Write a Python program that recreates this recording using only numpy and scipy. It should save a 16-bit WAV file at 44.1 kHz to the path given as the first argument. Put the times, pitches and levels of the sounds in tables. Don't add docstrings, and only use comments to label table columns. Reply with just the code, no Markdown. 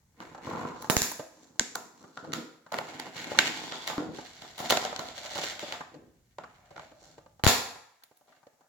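import sys
import numpy as np
from scipy import signal
from scipy.fft import rfft, irfft
from scipy.io import wavfile
from scipy.ndimage import uniform_filter1d

SR = 44100
rng = np.random.default_rng(int(sys.argv[2]) if len(sys.argv) > 2 else 0)


def ratio(d):
    e = np.asarray(d, float) / 20
    return 10 ** e


def materialize(psi):
    bounded = np.clip(np.atleast_2d(psi).T, -1, 1)
    quanta = np.round(bounded * 32767).astype(np.int16)
    wavfile.write(sys.argv[1], SR, quanta)


N = 382788
TIME = np.arange(N) / SR
CARD_TOP_HZ, SHELL_LOW_HZ, BRIGHT_HZ, TOP_HZ = 500, 1500, 4000, 16500
LEFT_RIGHT = np.array([[1], [-1]])


def band(x, lo_hz, hi_hz, order=2):
    return signal.sosfilt(signal.butter(order, [lo_hz, min(hi_hz, .45 * SR)], "band", fs=SR, output="sos"), x)


def unit(x):
    return x / np.sqrt(np.mean(x ** 2))


def ring(x, hz, t60_s):
    w, r = 2 * np.pi * hz / SR, np.exp(-np.log(1000) / (t60_s * SR))
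    return signal.lfilter([0, np.sin(w)], [1, -2 * r * np.cos(w), r * r], x)


def clicks(s, left, right, room_send):
    at = np.minimum((s * SR).astype(int), N - 1)
    return np.array([np.bincount(at, g, N) for g in (left, right, room_send)])


# (frequency [Hz], relative density [dB])
QUIET_SHAPE = [(24, -16), (115, -19), (231, -15), (600, -14.5), (2800, -25), (4000, -21.5), (7000, -14.5),
               (8500, -22), (16000, -23)]
QUIET_DB = -78


def quiet():
    hz, db = np.transpose(QUIET_SHAPE)
    f = np.maximum(np.arange(N // 2 + 1) * SR / N, 1)
    shape = ratio(np.interp(np.log(f), np.log(hz), db))
    return ratio(QUIET_DB) * unit(irfft(rfft(rng.standard_normal((2, N))) * shape, N))


# (time [s], rumble level [dB], pack left minus right [dB])
TABLE_AND_PAN = [(0, -73, 5), (0.2, -72, -1), (0.8, -67.5, -1), (1.3, -79.5, -1.5), (2.1, -96, 0),
                 (2.7, -87.5, -0.8), (4, -71.5, -0.5), (5, -65.5, -1.8), (6, -71.5, 0.2), (7.4, -71.5, -1),
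                 (7.7, -79.5, -0.4), (7.95, -101, -0.5), (8.68, -100, 2.5)]


def table():
    mid, side = band(rng.standard_normal((2, N)), 47.0, 160.0)
    level = ratio(np.interp(TIME, *np.transpose(TABLE_AND_PAN)[:2]))
    return level * unit(mid + 0.2 * side * LEFT_RIGHT)


def slips(rate_hz, scatter_db, flurry_db):
    gap, size = rng.exponential(1, (int(2 * rate_hz * N / SR), 2)).T
    s = np.cumsum(1 + 2 * gap) / (1 + 2) / rate_hz
    flurry = np.interp(s, np.linspace(0, N / SR, 400), rng.standard_normal(400))
    g = ratio(scatter_db * np.minimum(size, 3.5) + flurry_db * flurry)
    g = g / np.sqrt(np.mean(g ** 2) * rate_hz)
    inside = s < N / SR
    return s[inside], g[inside]


# (time of full force [s], hold [s], card flexing level [dB],
# shell creaking level [dB], film crinkling level [dB])
HAND_MOVES = [(0.218, 0.052, -48, -56.5, -63.5), (0.467, 0.18, -36.5, -42.5, -55.5),
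              (0.8, 0.22, -46.5, -54, -63), (1.349, 0.88, -60.5, -70, -73.5), (2.001, 0.029, -51, -60, -70),
              (2.205, 0.18, -41.5, -60.5, -71.5), (2.76, 0.31, -47.5, -50, -56.5),
              (3.161, 0.49, -45, -48.5, -50.5), (3.389, 0.069, -35.5, -39, -41.5),
              (3.58, 0.28, -73, -54, -53), (3.899, 0.02, -49, -40, -71), (3.999, 0.024, -32, -48, -67),
              (4.15, 0.57, -63, -61, -59.5), (4.631, 0.067, -43.5, -39.5, -49.5),
              (4.73, 0.13, -59, -41.5, -52.5), (4.9, 0.22, -64, -50.5, -59.5),
              (5.18, 0.2, -66, -47.5, -51.5), (5.355, 0.11, -62, -44.5, -43.5),
              (5.6, 0.11, -62, -47.5, -56), (5.9, 0.087, -50.5, -75, -92), (6.499, 0.27, -85, -65, -74),
              (6.779, 0.049, -67.5, -58, -63), (7.02, 0.05, -59.5, -58, -65.5),
              (7.52, 0.045, -60.5, -57, -69.5), (8.288, 0.019, -73.5, -63, -73),
              (8.58, 0.11, -92, -70.5, -96)]
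# card, shell, film level [dB]
HOLDING_DB = (-106, -85, -88)
GRASP_DB_PER_S, EASE_DB_PER_S = 300.5, 123


def force_db(s, part):
    start, hold, *db = np.transpose(HAND_MOVES)[:, :, None]
    build_db = GRASP_DB_PER_S * np.maximum(start - s, 0)
    release_db = EASE_DB_PER_S * np.maximum(s - start - hold, 0)
    return np.maximum((db[part] - build_db - release_db).max(0), HOLDING_DB[part])


# (frequency [Hz], t60 near the pack [s], relative level [dB])
PACK_MODES = [(158, 0.11, -8.5), (244.6, 0.069, -5.5), (315, 0.081, -4), (500, 0.029, -3),
              (590.4, 0.052, 0.5), (751, 0.028, 3.5), (868, 0.044, 1.5), (1020, 0.022, 6.5),
              (1197, 0.042, 1), (1413, 0.026, 8.5), (1555, 0.026, -5), (1868, 0.017, -3.5),
              (2200, 0.011, -1.5), (2920, 0.01, -5), (3500, 0.0051, 0), (4120, 0.0088, -1),
              (4500, 0.0072, -1), (5700, .005, 1), (6330, 0.0059, 1), (7286, 0.0067, 0.5)]
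# (time [s], freest creak [Hz], freest crinkle [Hz])
FREE_MODES = [(0, 870, 2080), (.7, 1030, 2200), (.85, 990, 6100), (1.9, 860, 6400), (2.15, 1340, 4700),
              (2.45, 1250, 3320), (2.7, 800, 2600), (3.45, 830, 2740), (3.65, 854, 3500), (5.2, 654, 3617),
              (6.8, 702, 2200), (7.05, 650, 5800), (7.25, 640, 2600), (7.5, 878, 4500), (8.68, 631, 1980)]


def pack():
    crack_s, crack_gain, card_share_db, treble_share_db, crack_send = cracks()
    creak_s, creak = judder(*slips(130., 2.5, 3.0))
    crinkle_s, crinkle = slips(700., 3.0, 3.0)
    card_db, shell_db, film_db = force_db(creak_s, 0), force_db(creak_s, 1), force_db(crinkle_s, 2)
    nudge_s, nudge_gain, nudge_hz = nudges()
    held = np.concatenate([crack_s, creak_s, crinkle_s])
    at = np.concatenate([held, nudge_s])
    pan = ratio(np.interp(at, *np.transpose(TABLE_AND_PAN)[[0, 2]]) / 2)
    grip_s, *free_hz = np.transpose(FREE_MODES)
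    creak_hz, crinkle_hz = (np.interp(held, grip_s, c) for c in free_hz)
    send = np.concatenate([crack_send, np.full(len(creak) + len(crinkle), ratio(-4.5)),
                           np.full(len(nudge_s), ratio(NUDGE_ROOM_DB))])
    gentle = slice(len(crack_s), None)
    near = thrown = 0
    for k, (hz, t60_s, mode_db) in enumerate(PACK_MODES + [(0, 0, 1.5)]):
        low, sizzle = 0 < hz < SHELL_LOW_HZ, hz == 0
        crack = crack_gain * ratio(crack_share_db(hz, card_share_db, treble_share_db))
        dull_db = 40.0 if sizzle else 51.0 * max(np.log2(hz / 1386.0), 0)
        creak_db = (shell_db if hz > CARD_TOP_HZ else card_db) + 22.18 - dull_db
        crinkle_db = film_db + 29.5 - 15.0 * sizzle
        stick_slip = [creak * ratio(creak_db), (not low) * crinkle * ratio(crinkle_db)]
        size = ratio(mode_db) * np.concatenate([crack, *stick_slip])
        if hz > CARD_TOP_HZ:
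            octaves = np.abs(np.log2(hz / (creak_hz if low else crinkle_hz)))
            size = size * ratio(-np.minimum((10.0 if low else 7.0) * octaves, 9.0))
        if low and hz > CARD_TOP_HZ:
            size[gentle] *= ratio(1.5 - np.minimum(10.0 * octaves[gentle], 6.0))
        if 400 < hz < CARD_TOP_HZ:
            size[gentle] *= ratio(-6.0)
        off_db = -NUDGE_DB_PER_OCTAVE * np.abs(np.log2((hz or TOP_HZ) / nudge_hz))
        nudge = nudge_gain * ratio(np.maximum(off_db, NUDGE_FLOOR_DB) - 15.0 * sizzle)
        size = np.concatenate([size, nudge])
        common, apart = rng.standard_normal((len(at), 2)).T
        common = np.sign(common) * ratio(3.2 * (np.abs(common) - 1))
        apart = apart * (.6 if sizzle else min(0.16 + hz / 2900.0, .95))
        left, right, far = clicks(at, size * pan * (common + apart), size / pan * (common - apart), size * send)
        if low:
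            left, right, far = uniform_filter1d([left, right, far], int(SR / hz / 2),
                                                origin=-int(SR / hz / 4) + 1)
        if sizzle:
            near = near + fizz([left, right])
            thrown = thrown + ratio(8.5) * band(far, 9000., TOP_HZ, order=3)
        else:
            near = near + ring([left, right], hz, t60_s)
            thrown = thrown + (-1) ** k * ring(far, hz, 0.46 * t60_s)
    return near, thrown


# (time [s], level [dB], card share [dB], treble share [dB], share thrown into the room [dB])
BUCKLES = [(0.2036, -41, -4, -18, 2), (0.823, -38.5, -4, -1.5, -3.5), (0.8997, -23.5, -9.5, -1, 8),
           (0.9044, -17, -14, -50.5, -9), (0.9674, -20, -28, -10.5, 9), (1.0189, -20, -22, -6.5, 7),
           (1.117, -35, -3.5, 4, -9.5), (1.5959, -12.5, -24.5, -27.5, -3.5), (1.7551, -25, -6.5, -10.5, -3),
           (2.174, -35, -2.5, -71, -3), (2.321, -37, -17, -37, 2), (2.3351, -22, -13.5, -17, 1),
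           (2.7223, -30.5, -1, -16, 5), (2.742, -27.5, -5.5, -28, -9), (2.787, -27, -2.5, -18, -5.5),
           (2.9983, -25, -16, -20, -3.5), (3.244, -32.5, -27, -18.5, -6.5), (3.3882, -3, -20, -25, -4.5),
           (3.7215, -28.5, -8.5, -49.5, 5), (3.876, -20, -15, -17, 2.5), (3.98, -33, 0, -30, 1),
           (4.421, -37.5, -10, -20, 4.5), (4.581, -33, -10, -11.5, 11), (4.6034, -31.5, -0.5, -13.5, -3),
           (4.701, -12, -19.5, -18, 1), (4.7066, -13.5, -8.5, -13.5, 0.5), (4.7236, -15.5, -6, -27, -4),
           (4.7724, -18.5, -9.5, -23.5, -20), (4.8504, -24, -7.5, -27.5, 3), (4.9626, -30, -20, -22, -3.5),
           (4.993, -27.5, -4.5, -17.5, 2), (5.0868, -35.5, -10, -41, 4.5), (5.357, -34, -2.5, -13.5, 6),
           (5.5944, -31, -14.5, -21, 7.5), (5.7238, -26, -11, -22, 1.5), (6.3854, -38.5, 0.5, -28, -1),
           (6.764, -43, 0, -30, -8), (6.779, -42, -1, -30, -5), (6.796, -40, 0, -35, -8),
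           (7.4376, -17.5, -22.5, -16, -0.5), (7.4449, -19.5, -10, -10, 2.5), (7.4535, -20, -10.5, -30, 6),
           (7.4663, -19, -14, -11.5, 19), (8.0364, -44.5, -22, -3.5, -6.5), (8.172, -60, -16.5, 4.5, -1.5)]


def cracks():
    s, db, card_db, treble_db, room_db = np.repeat(np.transpose(BUCKLES), 4, axis=1)
    late_s = (0.0046 * rng.random((len(BUCKLES), 4)) ** 2 * [0, -1, 1, 1]).ravel()
    at_once = np.abs(s[:, None] - np.transpose(PUFFS_AND_THUMP)[0]).min(1) < .003
    late_s = late_s * np.where(at_once, .1, 1)
    gain = ratio(db - 2000 * np.abs(late_s))
    send = ratio(room_db) * (late_s == 0)
    return s + late_s, gain, card_db, treble_db, send


def crack_share_db(hz, card_db, treble_db):
    if hz == 0:
        return treble_db
    if hz < SHELL_LOW_HZ:
        return card_db - 4.0 - 6.7 * (hz < CARD_TOP_HZ)
    if hz > BRIGHT_HZ:
        return -7 + 0.11 * treble_db
    return -8.0


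def fizz(hit):
    t = np.arange(300) / SR
    spit = band(rng.standard_normal((2, 300)) * np.exp(-t / 0.0021), 10000.0, TOP_HZ, order=3)
    return signal.oaconvolve(hit, spit, axes=1)[:, :N]


# (centre [Hz], t60 [s], relative level [dB])
ROOM_BANDS = [(127, 0.68, -12), (396, 0.46, 4), (1090, 0.7, -2), (2500, 0.44, 1), (4795, 0.58, -2.5),
              (10200, 0.39, -1)]


def room(x):
    t = np.arange(int(.9 * SR)) / SR
    tail = 0
    for hz, t60_s, db in ROOM_BANDS:
        mid, side = band(rng.standard_normal((2, len(t))), hz / 2.1, hz * 1.956)
        width = min(0.19 + hz / 2300.0, .98)
        tail = tail + ratio(db - 60 * t / t60_s) * (mid + width * side * LEFT_RIGHT)
    tail = tail * np.clip((t - .0075) / 0.00041, 0, 1)
    return signal.fftconvolve(x[None], ratio(-25.5) * tail, axes=1)[:, :N]


# (time [s], level [dB], freest mode [Hz])
CARD_NUDGES = [(0.222, -36, 800), (0.347, -32.5, 869), (0.378, -35, 710), (0.762, -36.5, 950),
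               (0.842, -30, 900), (1.194, -25, 600), (2.04, -42, 900), (2.244, -34, 800),
               (2.663, -40.5, 880), (2.807, -29, 786), (2.878, -33.5, 700), (2.944, -36.5, 261),
               (3.162, -36.5, 850), (3.266, -28, 344), (3.313, -22.5, 650), (3.347, -29.5, 900),
               (3.899, -23.5, 942), (4.185, -29, 719), (4.448, -39.5, 861), (4.924, -27, 751),
               (5.175, -36, 640), (5.383, -23, 630), (5.433, -26.5, 570), (5.52, -33, 568),
               (5.628, -27, 560), (5.68, -34, 600), (5.735, -31.5, 1020), (5.806, -29, 1020),
               (5.942, -37, 507), (6.436, -34, 1120), (6.706, -38.5, 588), (6.914, -41, 600),
               (7.179, -38, 617), (7.259, -44.5, 673), (7.392, -41.5, 700), (7.756, -37.5, 775),
               (8.021, -56, 1390), (8.112, -51, 694), (8.209, -53, 697), (8.294, -52, 600),
               (8.321, -53, 1400), (8.366, -56, 770), (8.428, -50, 899), (8.466, -44, 578),
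               (8.532, -55, 533), (8.608, -51.5, 860)]
NUDGE_S, NUDGE_DB_PER_OCTAVE = .016, 13
NUDGE_FLOOR_DB, NUDGE_ROOM_DB = -18.5, -6.5


def nudges():
    s, db, hz = np.repeat(np.transpose(CARD_NUDGES), 6, axis=1)
    phase = ((np.arange(6) + rng.random((len(CARD_NUDGES), 6))) / 6).ravel()
    return s + NUDGE_S * phase, ratio(db - 8.0) * np.sin(np.pi * phase ** .3), hz


# start [s], end [s], stick-slip cycles [1/s]
THUMB_DRAG = (.45, .68, 50)


def judder(s, size):
    start, end, rate_hz = THUMB_DRAG
    cycle, phase = np.divmod((s - start) * rate_hz, 1)
    drags = (s > start) & (s < end)
    bunched_s = start + (cycle + .35 * phase) / rate_hz
    return np.where(drags, bunched_s, s), np.where(drags, np.sqrt(np.mean(size ** 2)), size)


# (time [s], level [dB], pitch [Hz], left minus right [dB], decay [s])
PUFFS_AND_THUMP = [(0.899, -20, 158, -19.5, 0.003), (0.9672, -24, 81, -21, 0.004),
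                   (1.0179, -31, 81.3, -6, 0.0052), (1.5955, -33.5, 89.5, 6.5, 0.0038),
                   (1.61, -29, 230, -2.5, 0.0056), (3.9799, -24, 295, 0.5, 0.014),
                   (7.438, -21.5, 98.6, -12, 0.0079), (7.4661, -13, 88.5, 14.5, 0.0061)]
SUCTION_GAIN, SPIKE_GAIN = 2.9, 1.9


def puffs_and_thump():
    out = np.zeros((2, N))
    for s, db, hz, pan_db, decay_s in PUFFS_AND_THUMP:
        t = np.maximum(TIME - s, 0)
        swing = np.exp(-t / decay_s) * np.sin(2 * np.pi * hz * t)
        suction = SUCTION_GAIN * (t / 0.00058) * np.exp(1 - t / 0.00027)
        spike = SPIKE_GAIN * (hz < 200) * np.exp(-((TIME - s) / .00007) ** 2)
        out += ratio(db + LEFT_RIGHT * pan_db / 2) * (swing - suction + spike)
    return out


# (start [s], end [s], level [dB])
FINGER_SLIDES = [(3.502, 3.881, -51.5), (5.603, 5.792, -51)]
# (frequency [Hz], t60 [s], relative level [dB])
RUBBED_MODES = [(3500, 0.0083, -1.5), (4560, .009, -7)]


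def slides():
    rub = rng.standard_normal((2, N))
    touch = 0
    for start, end, db in FINGER_SLIDES:
        touch = touch + ratio(db) * np.clip(np.minimum(TIME - start, end - TIME) / 0.053, 0, 1)
    return touch * sum(ratio(db) * unit(ring(rub, hz, t60_s)) for hz, t60_s, db in RUBBED_MODES)


def scene():
    near, thrown = (band(x, 100.0, TOP_HZ, order=3) for x in pack())
    swings = puffs_and_thump()
    echo = room(thrown + ratio(-18.0) * swings.mean(0))
    return quiet() + table() + near + echo + swings + slides()


def roll_off(x):
    return signal.sosfilt(signal.butter(12, 17140, fs=SR, output="sos"), x)


def record(dry):
    mix = np.tanh(0.97 * dry) / 0.69
    return roll_off(mix)


dry = scene()
out = record(dry)
materialize(out)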